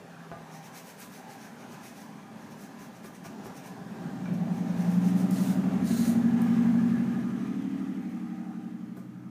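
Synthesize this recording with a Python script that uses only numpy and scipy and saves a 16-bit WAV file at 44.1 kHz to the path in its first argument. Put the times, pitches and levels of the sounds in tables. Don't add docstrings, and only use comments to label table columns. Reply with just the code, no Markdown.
import sys
import numpy as np
from scipy import signal
from scipy.io import wavfile
from scipy.ndimage import uniform_filter1d

SR = 44100
rng = np.random.default_rng(int(sys.argv[2]) if len(sys.argv) > 2 else 0)


def how_loud(loudness_db):
    steps = np.asarray(loudness_db, float) / 20
    return 10 ** steps


def transcribe(u):
    v = np.clip(np.atleast_2d(u).T, -1, 1)
    q = np.round(v * 32767).astype(np.int16)
    wavfile.write(sys.argv[1], SR, q)


N = 410115

# time in seconds, full firing cycles per second.
CYCLE_RATE = [(3.7, 10.02), (4.1, 9.87), (4.3, 10.0), (4.6, 10.68), (4.9, 11.08), (5.5, 11.74),
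              (6.1, 12.07), (6.5, 12.1), (6.9, 12.2), (7.7, 12.29), (8.3, 11.87), (9.3, 11.41)]


def evened(x):
    return x / np.sqrt(np.mean(x ** 2) + 1e-20)


def read(points, hz):
    point_hz, point_db = np.transpose(points)
    return np.interp(np.log(hz + 1), np.log(point_hz + 1), point_db)


def lorentzian(hz, centre_hz, width_hz):
    return 1 / (1 + (2 * (hz - centre_hz) / width_hz) ** 2)


def wander(t, top_hz):
    rates = top_hz * np.geomspace(.05, 1, 20)
    return evened(sum(np.sin(2 * np.pi * (f * t + rng.random())) / np.sqrt(f) for f in rates))


def noise(gain, patchy_db, swell_db, size=1024):
    hop = size // 4
    frames, hz = N // hop + 5, np.fft.rfftfreq(size, 1 / SR)
    real, imaginary, patches = rng.standard_normal((frames, len(hz), 3)).T
    patches = uniform_filter1d(patches, size=10, axis=0)
    patches = evened(uniform_filter1d(patches, size=12, axis=1))
    swell = wander(np.arange(frames) * hop / SR, 7.6)
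    field = how_loud(patchy_db * patches + swell_db * swell)
    spectra = (real + 1j * imaginary) * gain(hz)[:, None] * field
    return evened(signal.istft(spectra, nperseg=size, noverlap=size - hop)[1][:N])


def street():
    # time in seconds, level of distant rumble in dB, level of traffic in dB.
    background = [(0, -50, -51), (1.3, -50.5, -51), (2.55, -45.5, -51.5), (3.1, -48, -53.5),
                  (3.9, -44, -49.5), (4.3, -36.5, -50.5), (5.2, -49, -51.5), (6.2, -41, -51.5),
                  (7.1, -59, -52), (7.8, -60, -64.5), (8.6, -60, -63), (9.3, -53, -61.5)]
    # loudest at seconds, level there in dB,
    # seconds from there until it is 10 dB down.
    roars = [(5.5, -43.5, 1.71), (6.6, -47.5, 1.99)]
    # frequency in Hz, level in dB before the doorway's lift.
    rumble_colour = [(24, -63), (40, -64), (70, -20), (102, -36.5), (116, -16), (172, -3.5), (215, -5.5),
                     (284, -11.5), (340, -13.5), (440, -31.5), (750, -120)]
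    traffic_colour = [(200, -60), (340, 0), (380, 0), (405, 6), (476, 3.5), (549, 4.5), (946, 3),
                      (1220, -0.5), (1710, 0.5), (1940, -5.5), (6440, -18), (12800, -23.5), (15500, -27)]
    nearing_colour = [(200, -18), (340, -6.5), (446, -7.5), (732, -9.5), (916, -15.5), (1010, -21.5),
                      (1390, -21.5), (1680, -23), (2310, -27.5), (5940, -40), (15500, -46)]
    leaving_colour = [(250, -11.5), (420, 2), (631, -13.5), (723, -10), (1090, -13), (1230, -6),
                      (1490, -10), (1740, -12), (1900, -10.5), (4630, -27), (6560, -29), (15500, -36.5)]
    # frequency in Hz, width in Hz, lift in dB.
    doorway = [(654, 24, 2), (800, 153, 4), (999, 24, 6), (1130, 36, 4.5), (1663, 54, 2.5), (6380, 1430, 4)]
    t = np.arange(N) / SR
    s, *steady = np.transpose(background)
    levels = [np.interp(t, s, db) for db in steady]
    levels += [db - 10 * ((t - at) / fall) ** 2 for at, db, fall in roars]
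    turns = np.cumsum(np.interp(t, *np.transpose(CYCLE_RATE))) / SR
    throb = 1 + 0.078 * np.cos(2 * np.pi * turns)

    def lift_db(hz):
        return sum(db * lorentzian(hz, f, width) for f, width, db in doorway)

    colours = (rumble_colour, traffic_colour, nearing_colour, leaving_colour)
    rumble, traffic, nearing, leaving = (
        how_loud(db) * noise(lambda hz: how_loud(read(colour, hz) + lift_db(hz)), 1.76, 1.0, size=2048)
        for db, colour in zip(levels, colours))
    hum_hz, sag_hz_per_s = 171, 21
    hum_db = -49 - 7 * t + 2.9 * wander(t, 7.7) - 90 * np.maximum(t - .66, 0)
    hum = np.sqrt(2) * how_loud(hum_db) * np.sin(2 * np.pi * (hum_hz - sag_hz_per_s * t / 2) * t)
    return rumble + traffic + hum + throb * (nearing + leaving)


def garage(x, t60):
    at = np.arange(200, SR // 2, 22)
    taps = np.zeros(SR // 2 + 22)
    signs = rng.choice([-1., 1.], len(at))
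    taps[at + rng.integers(0, 22, len(at))] = signs * how_loud(-60 * at / SR / t60)
    return signal.fftconvolve(x, taps / np.linalg.norm(taps))[:N]


def bumps():
    # time in seconds, relative level in dB, decay time of the force in seconds,
    # frequency in Hz around which modes are favoured.
    blows = [(.316, -31.5, 0.0056, 940), (2.8, -45, 0.009, 700), (3.045, -36.5, 0.021, 960),
             (3.249, -35.5, .012, 1140), (3.458, -33, 0.0089, 800), (4.2568, -38, .0006, 3000),
             (8.97, -40.5, 0.004, 800)]
    # frequency in Hz, relative level in dB, time to decay by 60 dB in seconds.
    hood = [(326.7, -11, 0.087), (390, 8, 0.15), (525, 16.5, 0.014), (684, 3, 0.063), (823, -1.5, 0.27),
            (1033, 0.5, 0.033), (1199, 1, 0.11), (1474, 2.5, 0.063), (1645, 4, 0.037), (1900, -12, .04),
            (2330, -1, 0.037), (3700, -12, .02)]
    t, out = np.arange(SR // 4) / SR, np.zeros(N + SR)
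    jolts = rng.standard_normal((len(blows), 3000))
    for (s, db, soft, centre_hz), jolt in zip(blows, jolts):
        ring = 0
        for hz, mode_db, t60 in hood:
            favour_db = -8.8 * np.log2(hz / centre_hz) ** 2
            ring = ring + how_loud(mode_db + favour_db - 60 * t / t60) * np.sin(2 * np.pi * hz * t)
        force = jolt * np.exp(-t[:3000] / soft)
        force[:8] += .6 * np.linalg.norm(force) * np.hanning(8)
        blow = signal.fftconvolve(ring / abs(ring).max(), force / np.linalg.norm(force))
        out[round(s * SR):][:len(blow)] += how_loud(db) * blow
    return out[:N]


def squeegee():
    # middle in seconds, nominal length in seconds, relative level in dB,
    # extra level of the blade's ring in dB.
    strokes = [(0.552, 0.086, -59.5, 4), (0.655, 0.049, -58, 3), (0.772, 0.067, -54, 2.5),
               (0.888, 0.067, -54.5, -4), (1.02, 0.077, -53, -3), (1.155, 0.098, -58, -1),
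               (1.319, 0.073, -58, 1.5), (1.44, 0.11, -60, 2), (1.614, 0.08, -66.5, 6.5),
               (1.735, 0.073, -60, 4), (1.86, 0.091, -56, 1), (1.996, 0.13, -61, 1.5),
               (2.43, 0.11, -71.5, 7), (2.522, 0.039, -63, 4), (2.624, 0.095, -59.5, -2),
               (2.825, 0.11, -62, 2), (2.961, 0.061, -63.5, 2), (3.06, 0.048, -56, -1),
               (3.156, 0.035, -60.5, 2), (3.26, 0.036, -55, 3.5), (3.462, 0.039, -58, 1),
               (3.574, 0.048, -57.5, 2.5), (3.667, 0.064, -57, 0), (4.26, 0.05, -75, 12),
               (4.35, 0.035, -65, 4), (4.571, 0.13, -64.5, 2), (4.7, 0.08, -66.5, 7),
               (4.81, 0.098, -58.5, 0), (4.923, 0.11, -58.5, 1), (5.069, 0.12, -56.5, -1),
               (5.197, 0.098, -55.5, -9), (5.425, 0.3, -52, -4.5), (5.989, 0.37, -49.5, 0.5),
               (8.121, 0.067, -79, 0.8), (8.991, 0.072, -70.5, -7)]
    # frequency in Hz, relative level in dB.
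    swish_colour = [(700, -28), (1500, 3.5), (3000, -4.5), (6000, -2), (9000, -2.5), (13000, -4.5),
                    (15500, -5)]
    # frequency in Hz, width in Hz, relative level in dB.
    edge_modes = [(2360, 800, 2), (4070, 300, -9), (5650, 740, -2.5), (6390, 680, -1.5)]
    # frequency in Hz, width in Hz, relative level in dB.
    flat_modes = [(4120, 800, -1), (6700, 1100, 0), (9100, 750, -0.5)]
    swish, ring = np.zeros(N), np.zeros((2, N))
    t = np.arange(N) / SR
    for s, length, db, ring_db in strokes:
        near = slice(max(round((s - length) * SR), 0), round((s + length) * SR))
        ramp = min(.028, 0.5 * length)
        speed = .5 - .5 * np.tanh((abs(t[near] - s) - 0.36 * length) / ramp)
        speed *= signal.windows.tukey(len(speed), .5)
        swish[near] += how_loud(db) * speed
        is_wipe = int(length > .16)
        ring[is_wipe, near] += how_loud(db + ring_db - 4) * speed
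    grit = 1 + 0.17 * evened(uniform_filter1d(rng.exponential(1, N) ** 2 - 2, size=60))
    sound = swish * noise(lambda hz: how_loud(read(swish_colour, hz)) * (hz > 300), 1.5, .5, size=256)
    for strength, modes in zip(ring, (edge_modes, flat_modes)):
        peaks = lambda hz: sum(how_loud(db) * lorentzian(hz, f, width) for f, width, db in modes)
        sound += strength * noise(peaks, 1.5, .5, size=256)
    return how_loud(3.5) * grit * sound


def clicks_and_brushes():
    # time in seconds, level at the onset in dB before the high-pass,
    # decay time in seconds.
    bursts = [(1.002, -40, 0.002), (3.447, -49, .002), (4.338, -50, .002), (5.3095, -31, 0.002),
              (6.081, -41, 0.0019), (6.418, -38, 0.0025), (8.09, -65, 0.039), (8.171, -61, .004),
              (8.968, -58, 0.022)]
    t, out = np.arange(4000) / SR, np.zeros(N)
    for (s, db, decay), burst in zip(bursts, rng.standard_normal((len(bursts), 4000))):
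        out[round(s * SR):][:4000] += how_loud(db) * burst * np.exp(-t / decay)
    return signal.sosfilt(signal.butter(2, 7500, "high", fs=SR, output="sos"), out)


def drones():
    # middle in seconds, length between the 1/e points in seconds,
    # centre frequency in Hz, level in dB.
    swells = [(1.286, 0.18, 810, -50.5), (6.6, 1.83, 1690, -57), (7.5, 5.2, 1260, -64),
              (8.305, 1.3, 760, -60.5)]
    t, out = np.arange(N) / SR, np.zeros(N)
    for s, length, centre_hz, db in swells:
        swell = np.exp(-(2 * (t - s) / length) ** 4)
        out += how_loud(db) * swell * noise(lambda hz: lorentzian(hz, centre_hz, 110), 1.2, 3.4)
    return out


def engine():
    order_db = [-14.5, -4, -14, -9, 0, -7, -3, -7.5, 4, 11.5, 8.5, 15, 18, 12.5, 9, 8.5, -2, 0, -1, 1.5,
                -2.5, -11.5, -7, -7, -8, -10]
    # frequency in Hz, width in Hz of the resonance before it is squared.
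    booms = [(95, 6), (127.5, 14), (178.5, 11), (176, 52), (235, 48), (270, 15), (307.5, 16), (355, 46)]
    # time in seconds, relative level in dB.
    approach = [(2.7, -85), (3.7, -67), (4.1, -60.5), (4.35, -45.5), (4.7, -47), (5.1, -40), (5.6, -39),
                (6.5, -42), (6.9, -39.5), (7.2, -40), (7.9, -48), (8.5, -55.5), (9.3, -56)]
    # mean in dB, nominal swing in dB, at a loud spot at seconds, seconds to the next loud spot.
    spots = [(-12.5, 15.4, 6.46, 3.62), (1.8, 3.1, 6.75, 3.03), (-7.1, 11.4, 6.67, 1.91),
             (-.6, 2.1, 5.79, 2.4), (-3.9, 4.6, 6.42, 2.12), (-2.5, 7, 5.5, 2.7), (-1.2, 9, 8.79, 5.68),
             (-6, 1.4, 4.49, 1.73)]
    spot_edge = 1.5
    t = np.arange(N) / SR
    coarse = np.arange(0, N / SR + .02, 1 / 100)
    cycle_hz = np.interp(coarse, *np.transpose(CYCLE_RATE))
    turns = np.cumsum(np.interp(t, coarse, cycle_hz)) / SR
    level_db = np.interp(coarse, *np.transpose(approach))
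    drives = []
    for db, swing_db, s, apart in spots:
        place = np.tanh(spot_edge * np.cos(2 * np.pi * (coarse - s) / apart))
        drives.append(how_loud(level_db + db + swing_db * place))
    out = np.zeros(N)
    for k, db in enumerate(order_db, 7):
        response = sum(drive / (1 + 2j * (k * cycle_hz - hz) / width) ** 2
                       for (hz, width), drive in zip(booms, drives))
        phase = 2 * np.pi * rng.random() + .2 * wander(coarse, 6) + .7 * wander(coarse, 1.2)
        fading_db = 1.3 * wander(coarse, 3)
        air = np.sqrt(2) * response * how_loud(db + fading_db) * np.exp(1j * phase)
        out += (np.interp(t, coarse, air) * np.exp(2j * np.pi * k * turns)).real
    return out


def scene():
    rubbing, knocks, outside = squeegee() + clicks_and_brushes(), bumps(), street() + drones()
    dull = signal.sosfilt(signal.butter(1, 1200, fs=SR, output="sos"), outside)
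    work_echo = garage(how_loud(-4.5) * rubbing + how_loud(2) * knocks, 0.46)
    street_echo = how_loud(-7.5) * garage(dull, 0.1)
    return (rubbing + knocks + engine() + outside + work_echo + street_echo)[None]


def roll_off(x):
    return signal.sosfilt(signal.butter(12, 16300, fs=SR, output="sos"), x)


def record(dry):
    heard = dry + how_loud(-76) * rng.standard_normal(dry.shape)
    heard = signal.sosfilt(signal.butter(3, 60, "high", fs=SR, output="sos"), heard)
    limit = signal.firwin(801, 15350, window=("kaiser", 9), fs=SR)
    finished = signal.oaconvolve(heard, limit[None], "same")
    return roll_off(finished)


dry = scene()
out = record(dry)
transcribe(out)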